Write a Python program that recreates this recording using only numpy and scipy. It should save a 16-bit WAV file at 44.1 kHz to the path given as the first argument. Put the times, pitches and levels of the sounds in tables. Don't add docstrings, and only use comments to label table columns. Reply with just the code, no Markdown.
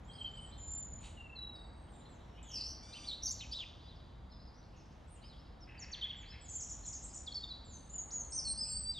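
import sys
import numpy as np
from scipy import signal
from scipy.fft import rfft, irfft, next_fast_len
from scipy.io import wavfile
from scipy.ndimage import uniform_filter1d, map_coordinates

SR = 44100
rng = np.random.default_rng(int(sys.argv[2]) if len(sys.argv) > 2 else 0)


def bounce(signal):
    frames = np.transpose(np.atleast_2d(signal))
    limited = np.clip(frames, -1, 1)
    pcm = np.round(limited * 32767).astype(np.int16)
    wavfile.write(sys.argv[1], SR, pcm)


N = 396459

# pitch_multiple, level_db
CLEAR_VOICE = [(1, 1), (2, -40.5)]
PROGRESS = np.linspace(0, 1, 25)
LEFT_RIGHT = np.array([[1], [-1]])


def undb(db):
    return 10 ** (np.asarray(db) / 20)


def unit(x):
    return x / np.sqrt(np.mean(x ** 2))


def add(track, start_s, sound):
    start = max(int(start_s * SR), 0)
    track[start:start + len(sound)] += sound[:max(len(track) - start, 0)]


def wander(rate_hz, size):
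    step = max(int(SR / rate_hz), 1)
    knots = rng.standard_normal(size // step + 2)
    return 1.335 * uniform_filter1d(np.interp(np.arange(size) / step, np.arange(len(knots)), knots), step)


def colour(points):
    hz, db = np.transpose(points)
    frequencies = np.fft.rfftfreq(next_fast_len(N), 1 / SR)
    return undb(np.interp(np.log(frequencies + 1), np.log(hz), db))


def noise(gain):
    size = next_fast_len(N)
    return irfft(rfft(rng.standard_normal(size)) * gain, size)[:N]


def traffic():
    # frequency_hz, relative_db
    spectrum = [(12, -42), (20, -15.5), (36, -3.5), (59, 1.5), (91, -6), (238, -15), (290, -20), (320, -19),
                (375, -25), (493, -24), (544, -24.5), (856, -24), (2200, -38.5), (2860, -66.5),
                (4840, -120)]
    # frequency_hz, side_minus_middle_db
    width = [(60, -23), (100, -19), (180, -12.5), (320, -6.5), (550, -2), (1660, -5.5)]
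    # time_s, rumble_db, tyres_db
    levels = [(0.0, -53, -62.5), (1.0, -52, -62), (1.55, -54, -62.5), (3.25, -55.5, -63), (4.078, -53, -65),
              (4.33, -55, -64.5), (7.91, -55, -63.5), (8.16, -55, -60.5), (8.99, -51, -66)]
    times, rumble_db, tyres_db = np.transpose(levels)
    rumble_share = colour([(220, 0), (400, -37.5)])
    tyres_share = np.sqrt(1 - rumble_share ** 2)
    out = 0
    for share, level_db in ((rumble_share, rumble_db + 1), (tyres_share, tyres_db + 1)):
        gain = colour(spectrum) * share
        middle, side = noise(gain), noise(gain * colour(width))
        drifting_db = np.interp(np.arange(N) / SR, times, level_db) + .5 * wander(4.3, N)
        out += (middle + LEFT_RIGHT * side) / np.std(middle) * undb(drifting_db)
    return out


def leaves(level_db=-75, side_db=-8):
    # frequency_hz, relative_db
    spectrum = [(1500, -5.5), (2300, 1), (3500, 1.5), (5000, -9.5), (6500, -9), (9000, -20.5), (12000, -21),
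                (14000, -61)]
    gain = colour(spectrum)
    hiss = unit(noise(gain)) + LEFT_RIGHT * undb(side_db) * unit(noise(gain))
    return hiss * undb(level_db + 1.9 * wander(2.5, N))


def garden_echo(sound, twigs_db, twigs_s, tail_db, tail_s, treble_s, side_db=-20):
    t = np.arange(int(1.5 * SR)) / SR
    low_pass = signal.butter(4, 5500, fs=SR, output="sos")
    echoes = []
    for _ in range(2):
        twigs = rng.standard_normal(len(t)) * (rng.random(len(t)) < 2500 / SR)
        twigs *= undb(-60 * t / twigs_s) * (1 - np.exp(-t / 0.0045))
        trees = rng.standard_normal(len(t))
        low = signal.sosfiltfilt(low_pass, trees)
        tail = low * undb(-60 * t / tail_s) + (trees - low) * undb(-60 * t / treble_s)
        tail *= 1 - np.exp(-t / 0.03)
        response = (undb(twigs_db) * unit(twigs) + undb(tail_db) * unit(tail)) / np.sqrt(len(t))
        echoes.append(signal.fftconvolve(sound, response)[:N])
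    return echoes[0] + undb(side_db) * echoes[1] * LEFT_RIGHT


def breath(size, crest, edge_db):
    progress = np.linspace(0, 1, size)
    opening, closing = 0.013 + .003 * SR / size, 0.047
    ramp = np.clip(np.minimum(progress / opening, (1 - progress) / closing), 0, 1)
    swell_db = np.interp(progress, [0, np.clip(crest, .05, .95), 1], [edge_db, 0, edge_db])
    return np.sin(np.pi / 2 * ramp) * undb(swell_db)


def sing(notes, voice, edge_db, waver, flutter_db, buzz_depth=0, buzz_hz=97.4, hoarse=0):
    out = np.zeros(N)
    for start_s, length_s, db, crest, *pitches in notes:
        size = int(max(length_s, .008) * SR)
        steps = np.linspace(0, len(pitches) - 1, size)
        hz = map_coordinates(np.array(pitches, float), [steps], order=2, mode="nearest")
        shake_hz = buzz_hz * (1 + 0.325 * wander(116, size))
        shake = np.sin(2 * np.pi * np.cumsum(shake_hz) / SR)
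        hz *= 1 + waver * wander(249.7, size) + buzz_depth * shake
        phase = 2 * np.pi * np.cumsum(hz) / SR
        tone = sum(undb(tone_db) * np.sin(multiple * phase) for multiple, tone_db in voice)
        flutter = wander(130, size)
        pressure = breath(size, crest, edge_db) * undb(db + flutter_db * (flutter - flutter.mean()))
        grain = (1 + hoarse * wander(1400, size)) / np.sqrt(1 + hoarse ** 2)
        add(out, start_s, np.sqrt(2) * pressure * grain * tone)
    return out


def glide(start_hz, end_hz):
    return start_hz + (end_hz - start_hz) * PROGRESS


def stepped_fall(top_hz, bottom_hz, ledge=.9):
    return top_hz + (bottom_hz - top_hz) * (PROGRESS + ledge * np.sin(2 * np.pi * PROGRESS) / (2 * np.pi))


def turning_notes(rows, crest, roundness):
    notes = []
    for start_s, length_s, db, start_hz, turn_hz, end_hz in rows:
        before, after = np.abs([start_hz - turn_hz, end_hz - turn_hz]) ** (1 / roundness)
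        swing_hz = np.abs((before + after) * PROGRESS - before) ** roundness
        direction = np.sign(start_hz + end_hz - 2 * turn_hz)
        notes.append((start_s, length_s, db, crest, *(turn_hz + direction * swing_hz)))
    return notes


def remote_birds(count=44, centre_hz=3900):
    span, notes = np.linspace(-1, 1, 5), []
    for when, length, loud, high, slope, arch in rng.uniform(-1, 1, (count, 6)):
        start_s = (when + 1) / 2 * N / SR
        octaves = 0.62 * high + 0.266 * slope * span - 0.13 * arch * span ** 2
        notes.append((start_s, 0.028 * 2 ** length, -71 + 4 * loud, .5, *(centre_hz * 2 ** octaves)))
    return sing(notes, CLEAR_VOICE, edge_db=-6, waver=.023, flutter_db=3)


def far_birds(arch_drop=0.26):
    # start_s, length_s, level_db, top_hz, top_place (0 to 1)
    calls = [ (0.106, 0.082, -67, 4960, 0.51), (0.25, 0.036, -68.5, 4530, .7),
             (0.353, 0.025, -72, 4970, .95), (0.507, 0.047, -65.5, 4170, .55),
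             (1.874, 0.016, -71.5, 3350, .6), (1.999, 0.019, -70, 3860, 0.88),
             (2.054, 0.018, -69, 3840, .9), (2.087, 0.077, -75, 7940, 0), (2.201, .016, -71, 3850, .05),
             (3.657, 0.024, -59, 3760, .05), (3.795, 0.093, -71.5, 4930, 0.62),
             (3.851, 0.077, -65.5, 4040, 0.49), (5.075, .095, -70.5, 8970, .45),
             (5.214, 0.085, -66.5, 5120, 0.55), (5.291, 0.052, -66, 4110, 0.02),
             (6.25, 0.094, -63, 5200, .8), (6.832, 0.031, -67, 4230, .2)]
    # start_s, length_s, level_db, start_hz, end_hz
    wisps = [ (1.53, 0.16, -79.5, 8400, 7840), (1.725, 0.3, -80, 8240, 8600),
             (1.917, 0.11, -75, 7670, 7090), (2.222, 0.15, -82.5, 5750, 5430),
             (4.316, 0.056, -66.5, 5150, 4970), (4.451, 0.039, -69, 5300, 4730),
             (4.538, 0.071, -74.5, 5660, 5870), (7.723, 0.57, -77, 8200, 7960),
             (7.731, 0.67, -80.5, 9130, 8800)]
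    notes = []
    for start_s, length_s, db, top_hz, top_place in calls:
        from_top = (PROGRESS - top_place) / max(top_place, 1 - top_place)
        notes.append((start_s, length_s, db, .52, *(top_hz * (1 - arch_drop * from_top ** 2))))
    for start_s, length_s, db, start_hz, end_hz in wisps:
        notes.append((start_s, length_s, db, 1, *glide(start_hz, end_hz)))
    return sing(notes, CLEAR_VOICE, edge_db=-2, waver=.012, flutter_db=2)


def rasps(chatter_s=.058, chatter_hz=2220, chatter_width_hz=1150, grain_db=3):
    # start_s, length_s, level_db, centre_hz, width_hz
    calls = [ (.985, 0.11, -59, 3180, 1900), (1.0, 0.11, -61.5, 7470, 2600),
             (2.366, 0.033, -62, 2780, 1200), (4.753, 0.023, -72, 5660, 1700),
             (4.842, 0.027, -69.5, 5500, 1700), (4.915, 0.021, -70, 5600, 2000),
             (8.103, 0.021, -76.5, 5900, 1800), (8.316, 0.026, -51, 5270, 1600)]
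    # start_s, level_db
    chatter = [(5.665, -58), (5.727, -58), (5.799, -56), (5.866, -59), (5.946, -61), (6.027, -59),
               (6.109, -60.5), (6.204, -60.5), (6.307, -56.5)]
    repeats = [(start_s, chatter_s, db, chatter_hz, chatter_width_hz) for start_s, db in chatter]
    out = np.zeros(N)
    for start_s, length_s, db, hz, width_hz in calls + repeats:
        size = int(length_s * SR)
        throat = signal.butter(3, [hz - width_hz / 2, hz + width_hz / 2], "band", fs=SR, output="sos")
        air = rng.standard_normal(size) * undb(grain_db * wander(300, size))
        rasp = unit(signal.sosfilt(throat, air))
        add(out, start_s, rasp * breath(size, crest=0.68, edge_db=-14) * undb(db))
    return out


def nasal_call():
    # start_s, length_s, level_db, start_hz, turn_hz, end_hz
    call = [(2.825, 0.29, -59.5, 1148, 1191, 1138)]
    # pitch_multiple, level_db
    voice = [(1, -14), (2, -9), (3, -6), (4, 0), (5, -2), (6, -11), (7, -11), (8, -20), (9, -21)]
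    notes = turning_notes(call, crest=0.75, roundness=2)
    return sing(notes, voice, edge_db=-8, waver=0.0106, flutter_db=1.5, hoarse=.26)


def buzzes():
    # start_s, length_s, level_db, start_hz, turn_hz, end_hz
    slides = [ (2.425, 0.16, -60.5, 7300, 5900, 5900), (2.428, 0.26, -62, 3690, 2700, 2956),
              (2.514, .12, -42, 5600, 5590, 4300), (2.61, 0.13, -45.5, 4690, 5720, 5610),
              (3.222, 0.096, -39.5, 5410, 6310, 5310), (3.292, 0.055, -43, 5100, 6850, 6140)]
    # pitch_multiple, level_db
    voice = [(1, 0), (1.5, -27), (2, -31)]
    notes = turning_notes(slides, crest=0.43, roundness=1.4)
    return sing(notes, voice, edge_db=-8.5, waver=0.0241, flutter_db=3.5, buzz_depth=0.041, hoarse=.5)


def hoarse_slides():
    # start_s, length_s, level_db, start_hz, turn_hz, end_hz
    slides = [ (2.927, 0.024, -48.5, 3670, 4400, 3970), (2.938, 0.054, -48, 2535, 3270, 2440),
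              (3.03, 0.048, -51.5, 2600, 4360, 4400), (3.066, 0.054, -38, 4860, 3640, 3600),
              (3.11, 0.054, -40.5, 3690, 3480, 4280), (3.252, 0.035, -35, 6300, 6200, 4160),
              (3.39, .065, -46, 4450, 4450, 2124), (3.405, .038, -46.5, 2310, 3180, 2330),
              (3.513, 0.031, -38.5, 4600, 4510, 5210), (3.528, .118, -39, 3240, 4070, 2350)]
    # pitch_multiple, level_db
    voice = [(1, -3), (2, -30.5)]
    notes = turning_notes(slides, crest=.42, roundness=1.15)
    return sing(notes, voice, edge_db=-8, waver=.028, flutter_db=2.5, hoarse=.55)


def clear_slides():
    # start_s, length_s, level_db, start_hz, turn_hz, end_hz
    slides = [ (.045, 0.21, -69, 6730, 8330, 7250), (.31, 0.21, -65.5, 7070, 8170, 7480),
              (6.011, 0.03, -40, 3974, 3080, 3500), (6.165, 0.068, -66, 7420, 7500, 6250),
              (6.41, 0.063, -59.5, 7850, 7800, 6400), (7.263, 0.031, -45, 5420, 3330, 3630),
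              (7.343, .022, -41, 5750, 4400, 5060), (7.362, 0.028, -39.5, 4960, 4420, 4450),
              (7.487, .041, -46.5, 4870, 3890, 3890), (8.32, 0.086, -40.5, 5030, 6160, 4600),
              (8.445, 0.04, -40, 4290, 4520, 3970), (8.485, .04, -44.5, 4375, 4150, 4900),
              (8.573, .072, -40, 4620, 5104, 4810)]
    notes = turning_notes(slides, crest=0.79, roundness=2)
    return sing(notes, CLEAR_VOICE, edge_db=-7, waver=.007, flutter_db=2.5)


def chirps(crest=0.64):
    # start_s, length_s, level_db, top_hz, bottom_hz
    falls = [ (5.606, 0.046, -62, 6050, 4520), (5.778, .016, -57.5, 5080, 4180),
             (5.792, .016, -52.5, 7750, 5850), (5.809, 0.039, -50, 6990, 4130),
             (5.916, 0.015, -50, 7100, 5020), (5.925, 0.015, -44, 5100, 3900),
             (5.94, 0.013, -43, 4220, 2800), (6.095, 0.02, -43, 3887, 2787),
             (7.319, 0.0099, -45, 4770, 4010), (8.935, 0.058, -47.5, 4170, 3100)]
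    notes = [(start_s, length_s, db, crest, *stepped_fall(top_hz, bottom_hz))
             for start_s, length_s, db, top_hz, bottom_hz in falls]
    return sing(notes, CLEAR_VOICE, edge_db=-7, waver=.016, flutter_db=2.5)


def twitter(crest=0.49, lead_s=.014, second_length_s=0.02, flick_hz=2040, flick_s=.002):
    # start_s, length_s, level_db, top_hz, bottom_hz
    syllables = [ (6.496, 0.033, -47, 8120, 6370), (6.548, 0.036, -43, 7740, 6400),
                 (6.607, 0.033, -43, 8000, 5520), (6.698, 0.035, -45.5, 8340, 5540),
                 (6.861, 0.032, -44, 8370, 5620), (6.933, .041, -47, 7900, 5290),
                 (7.038, 0.031, -48, 8900, 6350), (7.143, 0.04, -48, 8730, 5360)]
    flick = flick_hz * np.exp(-PROGRESS * second_length_s / flick_s)
    notes = []
    for start_s, length_s, db, top_hz, bottom_hz in syllables:
        notes.append((start_s, length_s, db, crest, *stepped_fall(top_hz, bottom_hz)))
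        second_hz = 0.94 * glide(top_hz, bottom_hz) - flick
        notes.append((start_s - lead_s, second_length_s, db - 4.5, crest, *second_hz))
    return sing(notes, CLEAR_VOICE, edge_db=-7, waver=.016, flutter_db=2.5)


def whistles(scoop_s=0.01):
    # start_s, length_s, level_db, crest (0 to 1), pitch_hz, end_hz, scoop_hz, rough (0 to 1)
    song = [ (0.078, 0.39, -52, .42, 3223, 3030, 11, 0.99), (.577, 0.18, -47, 1, 7120, 7133, 255, 0.39),
            (0.695, 0.16, -43, 0.34, 7220, 7150, 10, 0), (0.808, 0.24, -52, 0.05, 7030, 6990, 0, 0.76),
            (1.165, .22, -55.5, 0.1, 2784, 2668, 347, 0.73),
            (1.354, 0.31, -50, 0.04, 3967, 3765, 410, 0.59),
            (6.034, 0.025, -35.5, 0.44, 3520, 3190, 101, 0),
            (7.429, 0.019, -42, .72, 4060, 3550, -300, 0.3), (7.645, 0.12, -59, 0.97, 7550, 6770, 248, 0.6),
            (7.718, 0.057, -53.5, 0.98, 6480, 6190, 0, 0.3),
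            (7.892, .15, -45.5, 0.64, 7370, 6550, -1200, 0.77),
            (8.104, 0.13, -41, 0.43, 7300, 6230, -4000, 0.57),
            (8.305, 0.082, -45, 0.74, 8430, 8750, -500, 0.3),
            (8.448, 0.13, -40, 0.39, 8470, 8500, -450, 0.16),
            (8.605, 0.29, -43.5, 0.56, 8460, 7880, -6, 0.26),
            (8.60, 0.18, -47.5, 0.64, 7980, 7350, -300, 0.3),
            (8.699, .087, -42, 0.86, 4460, 4690, -120, 0.36),
            (8.849, 0.084, -38.5, 0.55, 4597, 4780, -6, 0.15)]
    out = 0
    for start_s, length_s, db, crest, pitch_hz, end_hz, scoop_hz, rough in song:
        pitches = glide(pitch_hz, end_hz) + scoop_hz * np.exp(-PROGRESS * length_s / scoop_s)
        note = (start_s, length_s, db, crest, *pitches)
        out += sing([note], CLEAR_VOICE, edge_db=-12.5, waver=0.013 * rough, flutter_db=6.5 * rough)
    return out


def left_first(stereo):
    # frequency_hz, lead_radians
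    leads = [(1800, 0.15), (3100, .6), (4800, 0.58), (6800, 0.046), (8000, 0.54)]
    size = next_fast_len(N)
    lead = np.interp(np.fft.rfftfreq(size, 1 / SR), *np.transpose(leads))
    return irfft(rfft(stereo, size) * np.exp(.5j * lead * LEFT_RIGHT), size)[:, :N]


def scene():
    # time_s, echo_gain_db
    facing_away = [(1.7, -8), (2.5, -2), (3.7, -9), (5.898, -4.5), (6.3, -3.5), (6.5, -1), (7.199, 0.5),
                   (7.299, -5.5), (8.1, -0.5), (8.9, -4.5)]
    near = whistles() + clear_slides() + chirps() + twitter() + hoarse_slides() + buzzes() + nasal_call()
    far, remote, harsh = far_birds(), remote_birds(), rasps()
    echo_gain = undb(np.interp(np.arange(N) / SR, *np.transpose(facing_away)))
    scattered = near * echo_gain + harsh
    near_echo = garden_echo(scattered, twigs_db=-1, twigs_s=0.41, tail_db=-8.5, tail_s=1.32, treble_s=0.8)
    far_echo = garden_echo(far + remote, twigs_db=-.5, twigs_s=0.17, tail_db=-5, tail_s=2, treble_s=0.62)
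    direct = near + harsh + undb(-3.5) * far + undb(-5) * remote
    return left_first(direct + near_echo + far_echo) + traffic() + leaves()


def record(dry, low_cut_hz=32, high_cut_hz=13300):
    low_cut = signal.butter(3, low_cut_hz, "high", fs=SR, output="sos")
    high_cut = signal.ellip(8, .2, 70, high_cut_hz, fs=SR, output="sos")
    return signal.sosfilt(high_cut, signal.sosfilt(low_cut, dry))


dry = scene()
out = record(dry)
bounce(out)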